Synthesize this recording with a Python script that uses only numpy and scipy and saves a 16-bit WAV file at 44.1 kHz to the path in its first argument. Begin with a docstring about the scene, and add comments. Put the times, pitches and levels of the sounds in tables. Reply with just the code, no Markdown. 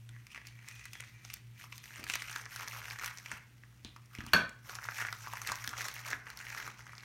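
"""Slitting a padded plastic envelope

Hands slit the envelope on a desk, lay the table knife down with a few taps and a clack and reach inside.
The blade rasps along the seam by stick-slip. Tiny creases crackle as they buckle and larger ones snap,
with a deeper colour once the film is open and slack. Struck steel and desk top ring as sums of damped modes;
each tap of the knife also gets a click made like a snap.
A small hard room answers with dense decaying reflections, over a low throbbing hum of two beating tones."""
import sys
import numpy as np
from scipy import signal
from scipy.io import wavfile
from scipy.ndimage import uniform_filter1d

SR = 44100
rng = np.random.default_rng(int(sys.argv[2]) if len(sys.argv) > 2 else 0)


def generate_wav(signal):
    """Clip the signal to [-1, 1] and save it as 16-bit WAV at the path in sys.argv[1]."""
    frames = np.transpose(np.atleast_2d(signal))
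    scaled = np.clip(frames, -1, 1) * 32767
    pcm = np.round(scaled).astype(np.int16)
    wavfile.write(sys.argv[1], SR, pcm)


N = 310464

# relative spectrum of the open, slack film: [f/Hz, level/dB]
SLACK_FILM = [(150, -18.5), (350, -14.5), (550, -13.5), (800, -8.5), (1000, -5), (1500, -1), (2100, 1.5),
              (3200, -10), (4200, -11), (4800, -11), (6000, -6), (8000, -15.5), (10500, -19), (13000, -17),
              (16000, -23.5)]
# every move swells up to its start and is released after its length
SWELL_DB_PER_S, RELEASE_DB_PER_S = 458, 258


def gain_of(db):
    """Amplitude ratio from its logarithmic level in decibels."""
    return 10 ** (np.asarray(db) / 20)


def evened(x):
    """Normalisation by mean power, to rms 1."""
    return x / np.sqrt(np.mean(x ** 2) + 1e-20)


def peaked(x):
    """Normalisation by the largest excursion, to peak 1."""
    return x / (abs(x).max() + 1e-20)


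def read(points, hz):
    """Linear interpolation of a curve on a log-frequency axis."""
    f, value = np.transpose(points)
    return np.interp(np.log(hz + 1), np.log(f + 1), value)


def follow(rows):
    """Linear interpolation in time: each column of a curve table at every sample."""
    s, *columns = np.transpose(rows)
    return [np.interp(np.arange(N) / SR, s, column) for column in columns]


def add(mix, s, sound):
    """Superposition: adds a sound to the mix, in place, from time s."""
    part = mix[max(round(s * SR), 0):][:len(sound)]
    part += sound[:len(part)]


def colour(x, points, size=4096):
    """Minimum-phase filtering: a causal filter of the given spectrum keeps the sharp front of a click."""
    log_gain = np.log(gain_of(read(points, abs(np.fft.fftfreq(size, 1 / SR)))))
    # the Hilbert transform of the log gain supplies the phase
    response = np.exp(np.conj(signal.hilbert(log_gain)))
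    impulse = np.fft.ifft(response).real
    return signal.oaconvolve(x, impulse)[:len(x)]


def band(x, edge_hz, kind, order=4):
    """Band limiting by a Butterworth low-pass or high-pass."""
    sections = signal.butter(order, edge_hz, kind, fs=SR, output="sos")
    return signal.sosfilt(sections, x)


def burst(t60, size=1024):
    """Exponential decay: noise that falls by 60 dB in t60 seconds."""
    return rng.standard_normal(size) * gain_of(-60 * np.arange(size) / SR / t60)


def ring(modes, size=16384):
    """Modal superposition: damped sines struck together."""
    t = np.arange(size) / SR
    return sum(gain_of(db - 60 * t / t60) * np.sin(2 * np.pi * hz * t) for hz, db, t60 in modes)


def steadied(x, seconds):
    """Automatic gain: evens out the slow level near 1 and leaves the grain."""
    power = abs(uniform_filter1d(x ** 2, int(seconds * SR)))
    return x / np.sqrt(power + 1e-3 * np.mean(x ** 2))


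def clustering(spread_db, seconds):
    """Clustering of events: a random gain that wanders slowly around 1."""
    return gain_of(spread_db * evened(uniform_filter1d(rng.standard_normal(N), int(seconds * SR))))


def impulses(rate_per_s, spread_db, largest):
    """Poisson process: impulses at random times, of random sign and size."""
    size = gain_of(spread_db * np.minimum(rng.exponential(1, N), largest))
    happens = rng.random(N) < rate_per_s / SR
    return size * happens * rng.choice([-1, 1], N)


def flutter(hz, cycles, size=1024):
    """Transient resonance: a patch of film swells into a few swings and dies."""
    turns = hz * np.arange(size) / SR
    return peaked(turns * np.exp(-turns / cycles) * np.sin(2 * np.pi * turns))


def tinted(x, spread_db, count=6):
    """Irregular radiation: every event radiates the treble with its own random spectrum."""
    levels_db = spread_db * rng.standard_normal(count)
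    points = np.column_stack([np.geomspace(3000, 16000, count), levels_db])
    return evened(colour(x, points, size=256))


def wander(x, spread_db, hold_s, count=7):
    """Shifting radiation: each stretch of treble varies by itself as contact moves from crease to crease."""
    hz, t, z = signal.stft(x, SR, nperseg=256)
    noise = rng.standard_normal((count, len(t)))
    drift = evened(uniform_filter1d(noise, max(int(hold_s / t[1]), 1), axis=1))
    centres = np.geomspace(3000, 16000, count)
    # overlapping triangular weights spread each drift around its centre
    share = np.transpose([np.interp(hz, centres, row) for row in np.eye(count)])
    return signal.istft(z * gain_of(spread_db * share @ drift), SR, nperseg=256)[1][:len(x)]


def swell(start, length):
    """Envelope of one move: exponential growth, a level hold and exponential release."""
    age = np.arange(N) / SR - start
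    rise_db = SWELL_DB_PER_S * np.maximum(-age, 0)
    release_db = RELEASE_DB_PER_S * np.maximum(age - length, 0)
    return gain_of(-rise_db - release_db)


def background(drone_hz=113.5, drift_hz=2.48, drift_s=0.532, air_db=-64.5):
    """Beating: a drone drifts against steady hum tones, so their sum throbs in the still air."""
    # steady hum: [f/Hz, rms level/dB]
    hum_tones = [(119.8, -59.5), (213, -76.5)]
    # the drone: [t/s, rms level/dB]
    drone_levels = [(0, -49.5), (.3, -60), (1.2, -63.5), (1.55, -55.5), (2, -77), (2.85, -53.5), (3.2, -75),
                    (4.4, -70), (5, -55), (5.5, -57.5), (6, -60), (7.04, -71)]
    # relative spectrum of still room air: [f/Hz, level/dB]
    air_spectrum = [(20, -70), (40, -36), (57, 9.5), (72, -7.5), (100, -1.5), (150, -2.5), (210, -13),
                    (300, -12.5), (500, -24.5), (1000, -23), (2000, -21), (4000, -28.5), (8000, -31),
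                    (16000, -34.5)]
    t = np.arange(N) / SR
    drift = evened(uniform_filter1d(rng.standard_normal(N), int(drift_s * SR)))
    drone_turns = np.cumsum(drone_hz + drift_hz * drift) / SR
    hum = sum(gain_of(db) * np.sin(2 * np.pi * (hz * t + rng.random())) for hz, db in hum_tones)
    drone = gain_of(follow(drone_levels)[0]) * np.sin(2 * np.pi * drone_turns)
    air = gain_of(air_db) * evened(colour(rng.standard_normal(N), air_spectrum))
    return np.sqrt(2) * (hum + drone) + air  # a sine of rms 1 peaks at sqrt(2)


def room(x, wet_db, damp_hz, first_s=0.00337, size=256):
    """Reverberation: dense reflections of random sign, duller above damp_hz, each band with its own decay."""
    # reverberation time of the room: [f/Hz, t60/s]
    decay_times = [(150, .36), (400, .37), (1100, .37), (2700, .35), (5000, .3), (8000, .25), (14000, .19)]
    t = np.arange(SR) / SR
    arrives = (rng.random(SR) < 4000 / SR) * (t > first_s)
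    reflections = rng.choice([-1., 1.], SR) * arrives
    hz, frame_s, z = signal.stft(reflections, SR, nperseg=size)
    decay = gain_of(-60 * frame_s / read(decay_times, hz)[:, None])
    tail = signal.istft(z * decay, SR, nperseg=size)[1]
    tail = band(tail / np.linalg.norm(tail), min(damp_hz, SR / 3), "low", order=1)
    return gain_of(wet_db) * signal.fftconvolve(x, tail)[:N]


def desk(pad_hz=430):
    """Soft impact: hand and knife handle knock modes of the desk top, rounded by the flesh of the hand."""
    # bumps on the desk: [t/s, peak level/dB]
    bumps = [(1.994, -47), (2.029, -48), (3.332, -47.5), (3.849, -41), (4.187, -35.5), (4.238, -42.5),
             (4.272, -43), (4.336, -30), (5.501, -45.5), (5.681, -45.5), (6.137, -48)]
    # modes of the desk top: [f/Hz, relative level/dB, t60/s]
    desk_modes = [(86, 6, 0.11), (132, 11.5, 0.075), (234, 11.5, 0.045), (300, 5.5, 0.12), (382, -15, 0.17),
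                  (523, -10, 0.041), (700, 3, 0.02)]
    knock = band(ring(desk_modes), 60, "high", order=2)
    knock = peaked(band(knock, pad_hz, "low", order=2))
    out = np.zeros(N)
    for s, db in bumps:
        add(out, s, gain_of(db) * knock)
    return out


def shoves():
    """Sliding friction: the padding scuffs dully on the desk as the hand slides the envelope."""
    # slides of the envelope: [start t/s, length/s, rms level/dB]
    slides = [(1.99, 0.026, -60.5), (2.596, 0.022, -65), (3.306, 0.03, -70), (5.673, 0.017, -66),
              (5.79, 0.075, -67), (6.11, 0.045, -62.5), (6.565, 0.12, -65)]
    # relative spectrum of the soft scuff: [f/Hz, level/dB]
    scuff_spectrum = [(100, -18), (220, -2), (350, 0), (600, -3.5), (900, -5), (1500, -14), (4000, -45)]
    scuff = evened(colour(rng.standard_normal(N), scuff_spectrum))
    return scuff * sum(gain_of(db) * swell(start, length) for start, length, db in slides)


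def taps(grit=0.27, grit_t60=0.0053):
    """Light impact: a gritty contact pulse excites modes of the knife, which pings."""
    # light touches of the knife: [t/s, peak level/dB]
    touches = [(1.7804, -40), (3.8478, -32.5), (4.186, -43)]
    # modes in a light touch: [f/Hz, relative level/dB, t60/s]
    tip_modes = [(2470, -9, 0.012), (3200, -5, .006), (3580, -1, .005), (4100, 1, 0.0069),
                 (6160, -17, .005)]
    out = np.zeros(N)
    for s, db in touches:
        contact = signal.unit_impulse(1024) + grit * burst(grit_t60)
        ping = signal.oaconvolve(contact, ring(tip_modes, size=4096))
        add(out, s, gain_of(db) * peaked(ping))
    return out


def knife(crack_db=-3, crack_t60=0.0038, grit=0.092):
    """Hard impact: steel meets the desk with a crack and rings in modes that the desk soon damps."""
    # the knife lands, chatters and settles: [t/s, peak level of the ringing/dB before the beaming]
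    clacks = [(4.3339, -16), (4.3351, -9.5), (4.3369, -15.5), (4.3385, -25)]
    # modes of the knife on the desk: [f/Hz, relative level/dB, t60/s]
    knife_modes = [(1100, -4, 0.0099), (1230, -10, 0.042), (1260, -4.5, 0.02), (1514, 4, 0.042),
                   (1594, -1, 0.024), (1770, 0, 0.016), (1920, -6, 0.026), (2290, -7, 0.017),
                   (2730, -3, 0.019), (3420, -8, .007), (3870, -7.5, 0.008), (4430, 4, 0.016),
                   (4430, 2, .006), (5150, -11, 0.016), (5590, -12, 0.025), (6370, -17, 0.016),
                   (6620, -17, .021), (9870, -21, .031), (12200, -12.5, 0.05), (12700, -16, 0.052),
                   (13840, -22, 0.071)]
    # relative spectrum of the crack of steel on the desk: [f/Hz, level/dB]
    crack_spectrum = [(30, -54), (150, 0.5), (220, 5.5), (400, 1), (600, -4.5), (850, -4), (1150, 6),
                      (1700, -11.5), (2200, 6), (3200, -9.5), (4500, -11), (5500, -11.5), (9000, -14.5),
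                      (14000, -10), (16000, -27)]
    # at the point of contact, groups of neighbouring modes swing in opposite directions
    steel = evened(sum((-1) ** (k // 3) * ring([mode]) for k, mode in enumerate(knife_modes)))
    out = np.zeros(N)
    for s, db in clacks:
        contact = signal.unit_impulse(len(steel)) + grit * burst(crack_t60, size=len(steel))
        crack = evened(colour(contact, crack_spectrum))
        add(out, s, gain_of(db) * (steel - gain_of(crack_db) * crack) / abs(steel).max())
    return band(out, 110, "high", order=3)


def blade(slips_per_s=520, spread_db=5.0, lip_db=2, lip_t60=0.017, catch_db=4, catch_s=.012):
    """Stick-slip: the blade catches and slips in the seam and rings stretched film and the lip of the slit."""
    # strokes along the seam: [start t/s, length/s, rms level/dB, lip f/Hz]
    strokes = [(0.13, 0.06, -66, 1940), (0.333, .12, -71, 2410), (0.503, 0.16, -65, 2270),
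               (0.677, 0.19, -60.5, 2470), (0.94, 0.031, -60, 3350), (1.003, 0.063, -69, 2570),
               (1.14, 0.17, -65, 2340), (1.56, .06, -64.5, 2340)]
    # modes of the stretched seam: [f/Hz, relative level/dB, t60/s]
    seam_modes = [(1990, 1, 0.013), (4230, -7, 0.0036), (6100, 0, 0.0036), (9100, -14, .005)]
    catches = clustering(catch_db, catch_s)
    slips = impulses(catches * slips_per_s, spread_db, largest=2.6)
    out = np.zeros(N)
    for start, length, db, hz in strokes:
        modes = seam_modes + [(hz, lip_db, lip_t60)]
        resonance = band(ring(modes, size=1024), 1500, "high", order=2)
        rasp = signal.oaconvolve(slips, resonance)[:N]
        out += gain_of(db) * swell(start, length) * steadied(rasp, .09)
    return out


def snaps_and_clicks(cycles=0.85, flex_db=-7, shudder_t60=.024, tick_t60=0.0064, tick_db=11, second_db=-9,
                     tick_edge_hz=17000, dulling=0.29):
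    """Snap-through buckling: a few cycles of one pitch, a shudder and a double tick, also for knife clicks."""
    # large creases, and the click of the knife's light touches at 1.78, 3.848 and 4.186 s:
    # [t/s, peak level/dB, pitch f/Hz, tick brightness/dB before tick_db is added]
    events = [(.091, -39, 3440, -15), (0.164, -44, 1850, -31), (.268, -37.5, 2220, -9.5),
              (.347, -32, 2290, -20), (.36, -32, 2240, -30), (.377, -34, 2000, -40),
              (0.416, -41, 1900, -27), (.452, -39.5, 2440, -22), (.47, -33.5, 2330, -3),
              (.482, -45, 2300, -8), (.59, -45, 2090, -25), (.645, -45.5, 1700, -25),
              (.679, -43, 2100, -16), (.686, -33, 2040, -6), (0.712, -39, 2110, -13), (.753, -46, 5500, -7),
              (.795, -38, 2200, -10), (0.814, -45, 2100, -20), (.855, -33, 2000, -9),
              (.933, -32, 2590, -6.5), (.954, -36, 1940, -15), (1.001, -35, 2130, -24),
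              (1.005, -26.5, 2160, -6.5), (1.025, -39, 2220, -19), (1.038, -36.5, 2000, -17),
              (1.25, -32, 5600, -35), (1.301, -33, 2480, -16), (1.304, -36.5, 7000, 2),
              (1.335, -37, 5400, -6), (1.339, -24.5, 2720, 1), (1.361, -43, 2200, -12),
              (1.369, -44, 2000, -12), (1.612, -39, 2100, -18), (1.622, -41, 2400, -10),
              (1.641, -38.5, 1200, -10.5), (1.723, -39.5, 2480, -24), (1.726, -31.5, 2460, -18.5),
              (1.78, -32.5, 3730, -4), (1.84, -36, 2000, -6), (1.857, -37, 2000, -12),
              (1.907, -40, 1690, -18), (1.959, -34, 1870, -13), (2.03, -35, 2400, -20),
              (2.04, -27, 2340, -8), (2.067, -33, 1750, -28), (2.088, -34, 2600, -10),
              (2.099, -20, 2610, -16), (2.112, -32, 2480, -27), (2.137, -19, 2560, -5.5),
              (2.139, -20.5, 2550, -15), (2.155, -19, 2320, -10), (2.158, -30.5, 1670, -16),
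              (2.221, -24.5, 2050, -15), (2.283, -32, 2460, -22), (2.297, -33, 1490, -9),
              (2.315, -33.5, 1640, -10), (2.328, -35.5, 5700, -15), (2.358, -32, 1690, -7),
              (2.361, -24.5, 1580, -14.5), (2.383, -36, 1800, -3), (2.456, -34.5, 5760, -20),
              (2.462, -33, 1680, -27), (2.517, -41, 1920, -22), (2.561, -27, 1460, -3),
              (2.598, -33, 1300, -22), (2.609, -29.5, 1250, -11), (2.677, -26, 2100, -10.5),
              (2.682, -28.5, 2400, -1), (2.732, -34.5, 1290, -14), (2.764, -37, 1560, -14),
              (2.817, -36, 1700, -25), (2.855, -32.5, 2480, -20), (2.882, -32.5, 1590, -22),
              (2.902, -32.5, 5500, -6), (2.909, -27.5, 2300, -15), (2.929, -35, 1900, -20),
              (2.959, -36, 1820, -25), (2.988, -28.5, 1570, -9), (2.996, -28, 2000, -15),
              (3.013, -32.5, 1380, -20), (3.024, -34, 1500, -18), (3.037, -27.5, 1400, -18),
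              (3.044, -26, 1700, -6), (3.06, -25.5, 2240, 1), (3.078, -31.5, 1470, -9),
              (3.111, -31.5, 2050, -28), (3.174, -33.5, 5830, -18), (3.185, -31, 5800, -22),
              (3.26, -29.5, 2290, -20), (3.316, -25, 1820, -13), (3.368, -37.5, 1330, -22),
              (3.38, -42, 1700, -17), (3.636, -42.5, 1850, -36), (3.848, -33.5, 3920, -12.5),
              (3.963, -38, 1230, -15), (4.059, -51, 7000, -4), (4.151, -32.5, 2250, -11.5),
              (4.186, -34, 2900, -21), (4.206, -31.5, 1800, -25), (4.265, -34.5, 1170, -4),
              (4.494, -36, 7600, -21), (4.695, -30.5, 1420, -14.5), (4.732, -42, 1000, -23),
              (4.747, -39, 6500, -14), (4.753, -27, 5330, -9), (4.787, -31.5, 1500, -32),
              (4.829, -35, 1500, -32), (4.842, -31, 1590, -5), (4.853, -34, 1350, -18),
              (4.887, -23, 1460, -37), (4.92, -33, 1580, -25), (4.958, -35, 5800, -20),
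              (4.987, -26, 1570, -22), (5.005, -25.5, 1770, -22), (5.014, -27.5, 1700, -22),
              (5.023, -25, 1490, -27), (5.05, -23.5, 1590, -43), (5.068, -30, 1700, -10),
              (5.086, -26, 1990, -41), (5.127, -22, 1400, -11), (5.264, -34, 1610, -16),
              (5.272, -32, 1090, -20), (5.317, -48, 1710, -28), (5.335, -27, 960, -12.5),
              (5.371, -28, 1830, -16), (5.417, -26.5, 1320, -7.5), (5.473, -22.5, 1880, -2.5),
              (5.49, -24, 2000, -22), (5.499, -29, 1180, -22), (5.518, -22.5, 1010, -7.5),
              (5.52, -29, 1180, -13), (5.556, -27, 1500, 2), (5.641, -29, 1890, -6),
              (5.645, -30.5, 1620, -15), (5.676, -20.5, 1750, -2), (5.692, -28, 5600, -12),
              (5.731, -36, 1200, -28), (5.7362, -28, 1400, -30), (5.785, -33, 1310, -20),
              (5.797, -31, 2020, -18), (5.808, -26.5, 1640, -13), (5.813, -27.5, 1400, -8),
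              (5.853, -26, 1680, -10.5), (5.884, -26, 1710, -9), (5.914, -36.5, 5500, -15),
              (5.941, -32, 5950, 2), (5.965, -31, 1790, -25), (5.992, -35, 1860, -10),
              (6.062, -32, 1590, -6), (6.084, -29, 1690, -11), (6.104, -30, 1770, -1),
              (6.126, -32, 1280, -11), (6.131, -19, 1770, -42), (6.268, -34, 1890, -29),
              (6.272, -37, 1840, -30), (6.302, -33, 1670, -10), (6.373, -33.5, 4520, -2),
              (6.39, -34, 4000, -15), (6.402, -36.5, 1490, -22), (6.411, -36, 1590, -22),
              (6.451, -37, 1740, -18), (6.468, -32, 2100, -25), (6.485, -38, 1700, -9),
              (6.503, -31.5, 2030, -17), (6.548, -30, 1390, -15), (6.576, -32, 1700, -17),
              (6.6, -31.5, 1530, -15), (6.627, -34, 2290, -21), (6.645, -36.5, 1800, -25),
              (6.677, -29, 1250, -17), (6.7, -40, 1900, -19), (6.715, -38, 1690, -13),
              (6.867, -36.5, 1590, -19), (6.894, -39.5, 1800, -28), (6.933, -38.5, 1250, -20),
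              (6.953, -41, 5000, -24), (6.981, -33.5, 4870, -33), (7.007, -41, 4270, -22),
              (7.034, -38, 1900, -20)]
    # relative spectrum of the tick: [f/Hz, level/dB]
    tick_colour = [(500, -45), (2000, 0.0), (4000, 9.0), (6200, 12.5),
                   (8500, 3.5), (10500, 2.0), (14000, 3.0), (16000, 7.0)]
    out = np.zeros(N)
    for s, db, hz, bright_db in events:
        shudder = band(colour(burst(shudder_t60), SLACK_FILM), 2 * hz, "low", order=2)
        sheet = gain_of(flex_db) * peaked(shudder)
        steps = burst(tick_t60)
        add(steps, rng.uniform(0.001, 0.0043), gain_of(second_db) * burst(tick_t60))
        # a less bright event gives a duller tick as well as a weaker one
        edge_hz = np.clip(tick_edge_hz * gain_of(dulling * bright_db), 3000, 19000)
        tick = colour(tinted(steps, spread_db=3.5), tick_colour)
        tick = gain_of(bright_db + tick_db) * peaked(band(tick, edge_hz, "low", order=2))
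        add(out, s, gain_of(db) * peaked(flutter(hz, cycles) + sheet + tick))
    return out


def effort(growth_db_per_s=1):
    """Power summation: moves with one shared envelope give the levels of sheet, fizz and sizzle."""
    # blade strokes, then finger grips, before the trims in rustle:
    # [start t/s, length/s, flexing sheet level/dB, fine fizz level/dB, top sizzle re fizz level/dB]
    moves = [(0.308, 0.058, -59, -64, -14), (0.462, 0.018, -62, -63.5, -14), (0.563, 0.1, -70, -78, -12),
             (0.671, 0.044, -61, -61.5, -7), (0.756, 0.12, -65, -63.5, -16), (0.923, 0.17, -64, -64.5, -10),
             (1.245, 0.1, -65, -62.5, -12), (1.598, 0.034, -58, -58.5, -1), (1.729, 0.034, -71, -59, -5),
             (1.843, 0.047, -59, -59, -2), (1.94, .06, -53, -57, -3), (2.088, 0.077, -52, -49, -7),
             (2.19, 0.14, -51.5, -56.5, -7), (2.307, .11, -52, -55, -3), (2.518, .04, -51.5, -53, 2),
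             (2.591, 0.05, -48, -52.5, -5), (2.702, 0.088, -49.5, -53, 1.5), (2.836, .1, -51.5, -55, 0),
             (3.019, 0.06, -45, -51, -1), (3.137, 0.14, -60.5, -61.5, 1), (3.309, 0.028, -48, -55, -4),
             (4.138, 0.21, -56, -64, -5), (4.675, 0.08, -52.5, -55, 2), (4.835, 0.014, -48.5, -53, 6),
             (4.909, .05, -56, -53, 1), (4.978, 0.032, -42.5, -47, 3.5), (5.015, 0.074, -52, -59, -9),
             (5.1, 0.1, -61, -59, 2), (5.21, 0.023, -55.5, -55, 2), (5.258, .18, -52, -56, 1),
             (5.475, 0.03, -41, -47, -3), (5.552, 0.13, -54, -55, 3), (5.715, 0.061, -53.5, -57, -3),
             (5.784, 0.089, -45.5, -46.5, -3), (5.951, 0.045, -50.5, -53.5, 2),
             (6.066, 0.051, -43.5, -49.5, -1), (6.27, 0.06, -54.5, -61.5, -3), (6.382, 0.07, -53, -58, 1),
             (6.487, 0.084, -49.5, -55, 3), (6.573, 0.011, -46.5, -52, 5), (6.61, 0.076, -51.5, -55, -1),
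             (6.789, 0.014, -54.5, -59, -3), (6.86, 0.2, -60, -66.5, -3)]
    # hands at rest on the film: the same three levels/dB
    resting_db = (-75, -75.5, -4)
    t = np.arange(0, N, 64) / SR

    def powers(sheet_db, fizz_db, sizzle_db):
        """Power as the square of amplitude, for the three levels."""
        return gain_of([[sheet_db], [fizz_db], [fizz_db + sizzle_db]]) ** 2

    power = powers(*resting_db) * np.ones(len(t))
    for start, length, *levels_db in moves:
        age = t - start
        rise_db = SWELL_DB_PER_S * np.maximum(-age, 0)
        growth_db = growth_db_per_s * np.maximum(age, 0)
        release_db = RELEASE_DB_PER_S * np.maximum(age - length, 0)
        power += powers(*levels_db) * gain_of(growth_db - rise_db - release_db) ** 2
    return [np.interp(np.arange(N) / SR, t, np.sqrt(p)) for p in power]


def rustle(per_s=680, spread_db=4.0, clump_db=3.0, clump_s=.014, cycles=0.99, tick_t60=0.01, split_hz=3300,
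           sheet_db=-1.5, fizz_db=-0.2, rub_db=-8, hiss_db=-4, count=24):
    """Crackling noise: tiny creases buckle at random, tick and shake their patch, over hissing skin friction."""
    # looseness of the film: [t/s, slackness from 0 taut under the blade to 1 open and slack]
    slackness = [(0, 0.22), (.4, 0.14), (1.1, 0.11), (2, 0.53), (2.15, 0.035), (2.4, 0.76), (3.05, 0.76),
                 (4.2, 0.37), (4.8, 0.96), (5.9, 0.91), (7.04, 1)]
    # relative spectrum of the taut film: [f/Hz, level/dB]
    taut_film = [(150, -39), (500, -41), (800, -17), (1200, -9.5), (1600, -6), (2050, 0.5), (2600, 1),
                 (3200, -2.5), (4700, -7.5), (6200, -6), (7800, -10.5), (9300, -3.5), (11000, -19.5),
                 (13000, -3), (14500, -9), (16000, -21.5)]
    # one crease sets off its neighbours, so they come in clumps
    clumps = clustering(clump_db, clump_s)
    size = impulses(clumps * per_s, spread_db, largest=2.8)
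    # only the patches under the fingers are at work, so the colour wanders
    first_patch = np.arange(N) * count // (SR // 2)
    patch = (first_patch + rng.integers(0, count - count // 4, N)) % count
    pitches = rng.permutation(np.geomspace(450, 3200, count))
    flex, ticks = np.zeros((2, N))
    for k, hz in enumerate(pitches):
        creases = size * (patch == k)
        flex += signal.oaconvolve(creases, np.sqrt(hz) * evened(flutter(hz, cycles)))[:N]
        ticks += signal.oaconvolve(creases, tinted(burst(tick_t60), spread_db=3.5))[:N]
    rub = gain_of(rub_db) * np.sqrt(clumps) * rng.standard_normal(N)
    hiss = gain_of(hiss_db) * np.sqrt(clumps) * rng.standard_normal(N)
    flex = band(evened(flex) + rub, split_hz, "low")
    ticks = band(evened(ticks) + hiss, split_hz, "high")
    ticks = wander(ticks, spread_db=2.2, hold_s=.025)
    slack = np.clip(follow(slackness)[0], 0, 1)
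    sheet, fizz, sizzle = effort()
    # a light, sliding touch adds sizzle at the very top
    top = sizzle / fizz * band(ticks, 9600, "high", order=3)
    ticks = band(ticks, 7500, "low", order=3) + top
    out = np.zeros(N)
    for drive, level, trim_db in ((flex, sheet, sheet_db), (ticks, fizz, fizz_db)):
        film = (1 - slack) * colour(drive, taut_film) + slack * colour(drive, SLACK_FILM)
        out += level * gain_of(trim_db) * steadied(film, .07)
    return out


def scene():
    """Direct and reverberant fields: the envelope is close; the knife lands to the side and stirs the room more."""
    # the flat blade beams some of its modes straight at the listener: [f/Hz, level/dB]
    beam = [(800, -4.5), (1100, 4), (1600, -2.5), (2400, -1.5), (2860, 10.5), (3400, -2.5), (4000, 3),
            (4500, 6), (5500, -3.5), (16000, -2.5)]
    film = rustle() + blade()
    snapping = snaps_and_clicks()
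    clack = knife()
    pings = taps()
    bumps = desk() + shoves()
    direct = film + snapping + colour(clack, beam) + pings + bumps
    echoes = room(film, wet_db=-4.5, damp_hz=4200)
    echoes += room(snapping, wet_db=-7.5, damp_hz=3550)
    echoes += room(clack, wet_db=1.74, damp_hz=4600)
    echoes += room(pings, wet_db=0, damp_hz=7000)
    echoes += room(bumps, wet_db=-5, damp_hz=2000)
    return (direct + echoes + background())[None]


def record(dry, edge_hz=16200):
    """Band limitation: a steep linear-phase low-pass ends the spectrum at edge_hz."""
    low_pass = signal.firwin(255, edge_hz, window=("kaiser", 9), fs=SR)
    return signal.oaconvolve(dry, low_pass[None], "same")


dry = scene()
out = record(dry)
generate_wav(out)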